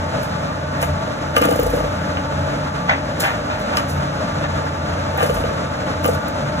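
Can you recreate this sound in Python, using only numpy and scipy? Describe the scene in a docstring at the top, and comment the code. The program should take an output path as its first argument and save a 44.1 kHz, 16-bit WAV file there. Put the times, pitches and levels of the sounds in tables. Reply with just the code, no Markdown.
"""In a small tiled room a cat bats a coiled-spring door stop while a fan motor drones.
Swings of the spring slap its coils shut: decaying modes give a dull knock in the skirting board,
a crack and often bright ticks, and random tiny clicks through the coil modes give a fine rattle.
Paw scuffs are dense noisy slips, claw taps ring the tile, and a low rumble swells now and then.
The fan is coloured noise plus wavering shaft orders; a pair of microphone ports hears it all."""
import sys
import numpy as np
from scipy import signal
from scipy.fft import rfft, irfft
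from scipy.io import wavfile

SR = 44100
rng = np.random.default_rng(int(sys.argv[2]) if len(sys.argv) > 2 else 0)


def transcribe(u):
    """Save the signal u as a 16-bit wav file named by the first command-line argument.

    u: samples, shape (n,) or (channels, n), limited to [-1, 1]; the rate is SR.
    q: integer samples, one column per channel.
    """
    v = np.clip(np.atleast_2d(u).T, -1, 1)
    q = np.round(v * 32767).astype(np.int16)
    wavfile.write(sys.argv[1], SR, q)


N = 291060  # length in samples, 6.6 s
HZ = np.maximum(np.fft.rfftfreq(N, 1 / SR), 1)  # pitch of each spectrum bin, kept above zero for the log


def from_db(db):
    """Decibels to an amplitude factor."""
    return 10 ** (np.asarray(db) / 20)


def rms_one(x):
    """Scale to an RMS of 1."""
    return x / np.sqrt(np.mean(x ** 2) + 1e-20)


def in_time(rows):
    """Straight lines through breakpoints: seconds first, then one curve per column."""
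    seconds, *columns = np.transpose(rows)
    t = np.arange(N) / SR
    return [np.interp(t, seconds, column) for column in columns]


def at_hz(points):
    """A curve over pitch, straight between its points on a log pitch axis."""
    hz, values = np.array(points)[:, :2].T
    return np.interp(np.log(HZ), np.log(hz), values)


def coloured(x, spectrum):
    """Filter a sound to a drawn spectrum, at an RMS of 1."""
    return rms_one(irfft(rfft(x) * from_db(at_hz(spectrum)), N))


def spread(shared, apart):
    """Two unrelated sounds mixed into left and right with a chosen likeness at each pitch."""
    # How alike the two sides are; the treble is kept nearly the same on both.
    # Each row: pitch in Hz, likeness from 0 (unrelated) to 1 (identical).
    likeness = [(200, 0.99), (300, 0.79), (400, 0.18), (650, 0.8), (800, 0.23), (1050, 0.45), (1600, 0.19),
                (2500, 0.13), (3500, 0.76), (4700, 0.97), (16000, 1)]
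    alike = np.clip(at_hz(likeness), 0, 1)
    middle = np.sqrt(1 + alike) * rfft(shared, N)
    side = np.sqrt(1 - alike) * rfft(apart, N)
    return irfft(middle + side * [[1], [-1]], N) / np.sqrt(2)


def drift(rate_hz):
    """Slow random wandering of RMS 1: noise through two equal low-pass poles."""
    step = 40  # samples between the slow values
    r = np.exp(-2 * np.pi * rate_hz * step / SR)
    noise = rng.standard_normal(N // step + 2002)
    slow = signal.lfilter([1], [1, -2 * r, r * r], noise)[2000:]  # drop the filter's settling
    return np.interp(np.arange(N) / step, np.arange(len(slow)), rms_one(slow))


def ring(clicks, hz, t60):
    """A damped resonance: a unit click starts a sine of height 1 that falls 60 dB in t60 seconds."""
    r, w = from_db(-60 / (t60 * SR)), 2 * np.pi * hz / SR
    return signal.lfilter([0, np.sin(w)], [1, -2 * r * np.cos(w), r * r], clicks + 1e-18)


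def strike(times, levels_db, modes, scatter_db, slopes_db=0, ways=None):
    """Each blow strikes every mode with a strength of its own; a bright blow favours the upper modes."""
    at = np.round(np.asarray(times) * SR).astype(int)
    chance = rng.standard_normal((len(at), len(modes)))
    pivot_hz = modes[len(modes) // 4][0]  # brightness tilts around this mode
    out = np.zeros(N)
    for k, (hz, level_db, t60) in enumerate(modes):
        tilt_db = slopes_db * np.log2(hz / pivot_hz)
        clicks = np.zeros(N)
        clicks[at] = from_db(levels_db + level_db + tilt_db + scatter_db * chance[:, k])
        way = ways[k] if ways else (-1) ** k  # polarity of the mode
        out += way * ring(clicks, hz, t60)
    return out


def grains(per_s, spread_db):
    """Random clicks of either polarity, uneven in size when spread_db is above zero."""
    sizes = from_db(spread_db * np.minimum(rng.exponential(1, N), 4)) * rng.choice([-1, 1], N)
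    return sizes * (rng.random(N) < per_s / SR)


def swells(rows):
    """Gain of short events whose level climbs and drops in straight dB lines around a peak."""
    swell_db = 25  # change over one rise or fall time
    t, out = np.arange(N) / SR, np.zeros(N)
    for s, level_db, rise, fall in rows:
        near = slice(max(int((s - 2 * rise) * SR), 0), int((s + 2 * fall) * SR))
        distance = np.maximum((s - t[near]) / rise, (t[near] - s) / fall)
        out[near] += from_db(level_db - swell_db * distance)
    return out


def tone(multiple, width_hz):
    """A shaft order of RMS 1 whose pitch wanders, so that it is a few Hz wide."""
    shaft_hz = 28.95
    hz = multiple * shaft_hz + width_hz * drift(6.12)
    return np.sqrt(2) * np.sin(2 * np.pi * np.cumsum(hz) / SR)


def fan():
    """Rushing air and the orders of the shaft rate; the weak orders swell and fade by chance."""
    # Colour of the air. 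Each row: pitch in Hz, relative density in dB per Hz.
    air_colour = [(30, -25), (45, -31), (80, -3), (200, -7.5), (290, -6.5), (370, -16), (600, -4),
                  (750, -12), (1000, -13.5), (1300, -10), (1800, -18), (2500, -24), (4700, -28.5),
                  (7500, -35.5), (9000, -45), (11000, -45), (16000, -62)]
    # The wavering hum. Each row: time in seconds, third order in dB, fifth order in dB, before the trim.
    hum_levels = [(0.0, -29, -46), (0.05, -31, -36.5), (0.79, -33, -29), (0.92, -19, -26), (1.17, -48, -42),
                  (1.25, -29, -31.5), (2.32, -31, -32), (2.39, -20, -24.5), (2.55, -34, -29),
                  (3.77, -37.5, -38.5), (3.99, -21.5, -22.5), (4.12, -35, -27.5), (4.26, -45, -38),
                  (4.34, -29.5, -27), (5.04, -28, -33), (5.31, -27.5, -27.5), (5.81, -34, -39.5),
                  (6.17, -22, -29.5), (6.23, -48, -40), (6.3, -37, -50), (6.45, -48, -22), (6.6, -29, -40)]
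    # Weak orders. Each row: multiple of the shaft rate, level in dB around which it drifts.
    weak_orders = [(2, -43), (6, -38), (7, -42), (8, -50), (10, -41), (17, -51.5), (20, -41.5), (21, -38.5),
                   (30, -35.5), (31, -44), (40, -39), (50, -43.5)]
    trim_db = -1.5
    third_db, fifth_db = in_time(hum_levels)
    third = from_db(third_db + trim_db) * tone(3, width_hz=2.5)
    fifth = from_db(fifth_db + trim_db) * tone(5, width_hz=2.5)

    def weak():
        """One sum of the weak orders; the higher ones are wider."""
        return sum(from_db(level_db + 3 * drift(4)) * tone(round(k), width_hz=2.5 + 0.45 * k)
                   for k, level_db in weak_orders)

    air = spread(*[coloured(rng.standard_normal(N), air_colour) for _ in range(2)])
    air_gain = from_db(-24 + 1.32 * drift(11.2))
    return air_gain * air + third + fifth + spread(weak(), weak())


def spring():
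    """Knocks in the board, cracks and ticks in the steel, and dense small coil contacts."""
    # The spring knocks the board, struck by the paw or slapping shut as it swings about 28 times a second.
    # Each row: start in seconds, knock in dB, knock brightness in dB per octave, boom in dB, crack in dB.
    knock_rows = [(0.827, -17, 7.5, -21, -28), (1.3661, -14, 2, -14, -15.5), (1.379, -16, 8, -20, -43),
                  (1.414, -13.5, -13, -13.5, -30), (1.424, -22, 5, -22, -24), (1.451, -14, 3, -18, -28),
                  (1.472, -22, -3, -16, -33), (1.486, -12.5, -7, -30, -30), (1.513, -16.5, 12, -20, -33),
                  (1.523, -30, 3, -17, -32), (1.557, -17, 3, -24, -41), (1.591, -13, -1, -15.5, -31),
                  (1.627, -15, -22, -27, -41), (1.663, -17.5, 4, -25, -43), (1.7, -28, -7, -33, -42),
                  (1.735, -15.5, -5, -17.5, -47), (1.770, -19, -17, -36, -43),
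                  (1.805, -21.5, 8, -22.5, -39), (1.841, -19, -5, -36, -44), (1.878, -28, 5, -40, -50),
                  (2.171, -34, 28, -40, -28.5), (3.772, -31, 0, -32, -23.5), (5.139, -26, 10, -40, -40),
                  (5.179, -26.5, 22, -37, -43), (5.206, -22, 14, -40, -27), (5.227, -10.5, -5, -22, -30),
                  (5.237, -35, -5, -21, -32), (5.257, -20, -2, -36, -39), (5.296, -14, -6, -28, -31),
                  (5.368, -22.5, 8, -38, -34), (5.385, -24, 4, -39, -42), (5.439, -18.5, 0, -33, -33),
                  (5.508, -21, -5, -27, -47), (6.045, -24, 0, -17, -26), (6.055, -13, 3, -20, -28),
                  (6.087, -14.5, 3, -28, -38), (6.126, -28, -5, -29, -48), (6.156, -25, -5, -42, -45),
                  (6.258, -25.5, 10, -49, -46)]
    # Claw and coil ticks: many follow a slap of the swing, others fall between;
    # the last slaps of a swing may have none.
    # Each row: start in seconds, level in dB, brightness in dB per octave.
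    tick_rows = [(0.232, -41, 4), (0.817, -28, -7), (0.828, -24.5, 0), (1.364, -29, -2), (1.366, -22.5, -7),
                 (1.381, -26, 7), (1.4004, -40, -1), (1.418, -24.5, 3), (1.44, -28, 4), (1.4545, -26, 6),
                 (1.4915, -31.5, 3), (1.51, -28, 0), (1.526, -40, 12), (1.5612, -32, 6.5),
                 (1.5975, -33.5, 14), (1.614, -38, 4), (1.632, -34, 9), (1.667, -31, 1), (1.702, -37, 3),
                 (1.738, -48, 0), (1.765, -44, 8), (3.2019, -40, 0), (3.204, -26, 5), (3.2042, -25, 4),
                 (3.2053, -24, -11), (3.207, -32, -16), (3.5994, -47, 2), (3.771, -26, -29),
                 (3.895, -35, -8), (5.176, -36, 10), (5.2006, -41, 0), (5.219, -38, 0), (5.231, -28.5, 5),
                 (5.263, -34, 0), (5.302, -37, 0), (5.344, -38, 4), (6.042, -29, -6), (6.054, -33, 4),
                 (6.063, -34, 12), (6.0794, -30, 4), (6.0964, -35, 2), (6.1144, -39, -4), (6.1365, -37, -3),
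                 (6.151, -39, 5), (6.2837, -35, 6)]
    # Longer rattles of the coils. Each row: loudest moment in seconds, level in dB before the rattle lift,
    # rise in seconds, fall in seconds.
    rattle_rows = [(0.232, -46, .04, .1), (0.84, -43, 0.078, 0.11), (1.44, -47.5, 0.16, 0.92),
                   (1.58, -55, 0.23, 0.24), (1.76, -50.5, 0.4, 0.12), (3.22, -35, 0.022, 0.13),
                   (3.62, -54, 0.12, .03), (3.78, -41.5, 0.06, 0.071), (3.898, -42, 0.035, 0.11),
                   (5.238, -40.5, 0.12, 0.24), (5.346, -48, .01, 0.24), (6.068, -46, 0.086, 0.24)]
    # Modes of the skirting board, its boom, the crack and the coils.
    # Each row: pitch in Hz, level in dB relative to the blow, 60 dB decay in seconds.
    board, boom, crack, coil = [(410, -13, .04), (492, 0, 0.11), (585, -3, 0.085), (655, -6, 0.07),
                                (730, -10, .06), (835, -7, 0.06)], [(299, 0, .17), (205, -11, .06)], [(1205, 9.5, 0.071), (1547, 4.5, 0.019),
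                                                             (2110, 11, 0.01), (2910, 13, 0.014)], [(4950, 7, 0.002),
                                                                            (5950, -2.5, 0.0043),
                                                                            (7100, -3.5, 0.0072),
                                                                            (8330, 12.5, 0.00096),
                                                                            (9530, 8, 0.0024),
                                                                            (11630, 1, 0.0048),
                                                                            (13000, 10, 0.0012),
                                                                            (15800, 9, 0.0027)]
    # Polarity of each board mode: 1 or -1.
    board_ways = [-1, 1, -1, -1, 1, -1]

    s, knock_db, slopes_db, boom_db, crack_db = np.transpose(knock_rows)
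    knocks = strike(s, knock_db, board, scatter_db=2.5, slopes_db=slopes_db, ways=board_ways)
    booms = strike(s, boom_db, boom, scatter_db=1.5)
    cracks = strike(s, crack_db, crack, scatter_db=0.0)

    s, tick_db, slopes_db = np.transpose(tick_rows)
    ticks = strike(s, tick_db, coil, scatter_db=4, slopes_db=slopes_db)

    contacts = grains(per_s=2300, spread_db=0.0)
    rattle = rms_one(sum(from_db(level_db) * ring(contacts, hz, t60) for hz, level_db, t60 in coil))
    # each tick shakes a short rattle loose, 9 dB under the tick's level before the lift
    shivers = [(at, db - 9, 0.009, 0.014) for at, db in zip(s, tick_db)]
    shaking = swells(rattle_rows) + swells(shivers)
    rattle_lift_db = 7.5
    return knocks + booms + cracks + ticks + from_db(rattle_lift_db) * shaking * rattle


def room(x):
    """A dense dying tail, duller than the direct sound."""
    t60_s, level_db = 0.13, -7.5
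    t = np.arange(int(.4 * SR)) / SR
    dying = from_db(-60 * t / t60_s) * (t > .003)  # silent for the first 3 ms
    tails = rng.standard_normal((2, len(t))) * dying
    tails = signal.lfilter([1], [1, -.4], tails)  # soften the treble
    tails = rms_one(tails) / np.sqrt(len(t))
    return from_db(level_db) * spread(*signal.fftconvolve(x[None], tails)[:, :N])


def paw():
    """Pads and fur drag in dense tiny slips; a claw taps the tile and sets its modes ringing."""
    # Paw scuffs. Each row: loudest moment in seconds, level in dB, rise in seconds, fall in seconds.
    scuff_rows = [(0.835, -23, 0.16, 0.025), (1.368, -21, 0.043, 0.014), (1.45, -18.5, 0.086, 0.031),
                  (2.896, -14.5, 0.024, 0.026), (2.915, -20, 0.03, 0.14), (3.245, -16.5, 0.052, 0.14),
                  (3.285, -28, 0.041, 0.078), (3.5, -25, 0.014, 0.23), (3.74, -24, 0.044, 0.066),
                  (3.8, -22.5, 0.085, 0.024), (4.44, -21.5, 0.014, 0.051), (5.184, -20.5, 0.03, 0.14),
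                  (5.23, -31, 0.05, 0.14), (6.056, -30, 0.04, 0.032)]
    # Colour of the drag. Each row: pitch in Hz, relative density in dB per Hz.
    fur_colour = [(400, -11), (800, 14), (1200, 10.5), (2000, 6), (2700, 2.5), (4000, -8), (7000, -21),
                  (16000, -65)]
    # Claw on tile. Each row: start in seconds, level in dB before the low-pass.
    tap_rows = [(2.8925, -28), (2.8945, -15), (2.8985, -19), (2.9025, -34), (2.9255, -35), (2.935, -25),
                (3.238, -20), (3.2445, -26), (3.281, -27), (3.286, -31)]
    # Tile modes. Each row: pitch in Hz, relative level in dB, 60 dB decay in seconds.
    tile = [(1150, -3, 0.04), (1500, -6.5, 0.055), (1980, 8.5, 0.028), (2240, 2, 0.028), (3100, 0, 0.016)]
    scuffs = swells(scuff_rows) * coloured(grains(per_s=2500, spread_db=2.0), fur_colour)
    s, tap_db = np.transpose(tap_rows)
    taps = strike(s, tap_db, tile, scatter_db=5.5)
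    soften = signal.butter(4, 3000, fs=SR, output="sos")  # low-pass at 3 kHz
    return scuffs + signal.sosfilt(soften, taps)


def rumble():
    """A low rumble swells: noise through the same low resonance twice."""
    # Each row: loudest moment in seconds, level in dB, rise in seconds, fall in seconds.
    rumble_rows = [(1.8, -25, .5, 0.27), (5.4, -27.5, 0.27, 0.3), (6.1, -40, .15, .2)]
    hz, t60_s = 53.2, 0.35  # of each pass
    once = ring(rng.standard_normal(N), hz, t60_s)
    return swells(rumble_rows) * rms_one(ring(once, hz, t60_s))


def scene():
    """Spring and paw, direct and through the room, over the fan and the rumble."""
    near = spring() + paw()
    return from_db(0.5) * near + room(near) + fan() + rumble()


def record(dry):
    """The two ports hear each pitch with a phase lead between them; peaks are rounded, the top is cut."""
    # Each row: pitch in Hz, phase in radians by which the left port leads.
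    lead_points = [(300, 0.0), (450, -0.7), (650, -0.93), (900, -2.5), (1300, -2.5), (1800, 1.4), (2400, 4),
                   (3700, 1.53), (4700, 3), (7000, 7), (9000, 9), (11300, 14), (13300, 14.5), (16000, 22.5)]
    left_louder_db, top, cutoff_hz = 0.5, 0.9, 16600  # top: ceiling of the peak rounding
    sides = np.array([[1], [-1]])  # left, right
    lead = np.interp(HZ, *np.transpose(lead_points))
    ports = irfft(rfft(dry) * np.exp(.5j * lead * sides), N)
    ports = ports * from_db(left_louder_db / 2 * sides)
    rounded = top * np.tanh(ports / top)
    return signal.sosfilt(signal.cheby2(12, 70, cutoff_hz, fs=SR, output="sos"), rounded)


dry = scene()
out = record(dry)
transcribe(out)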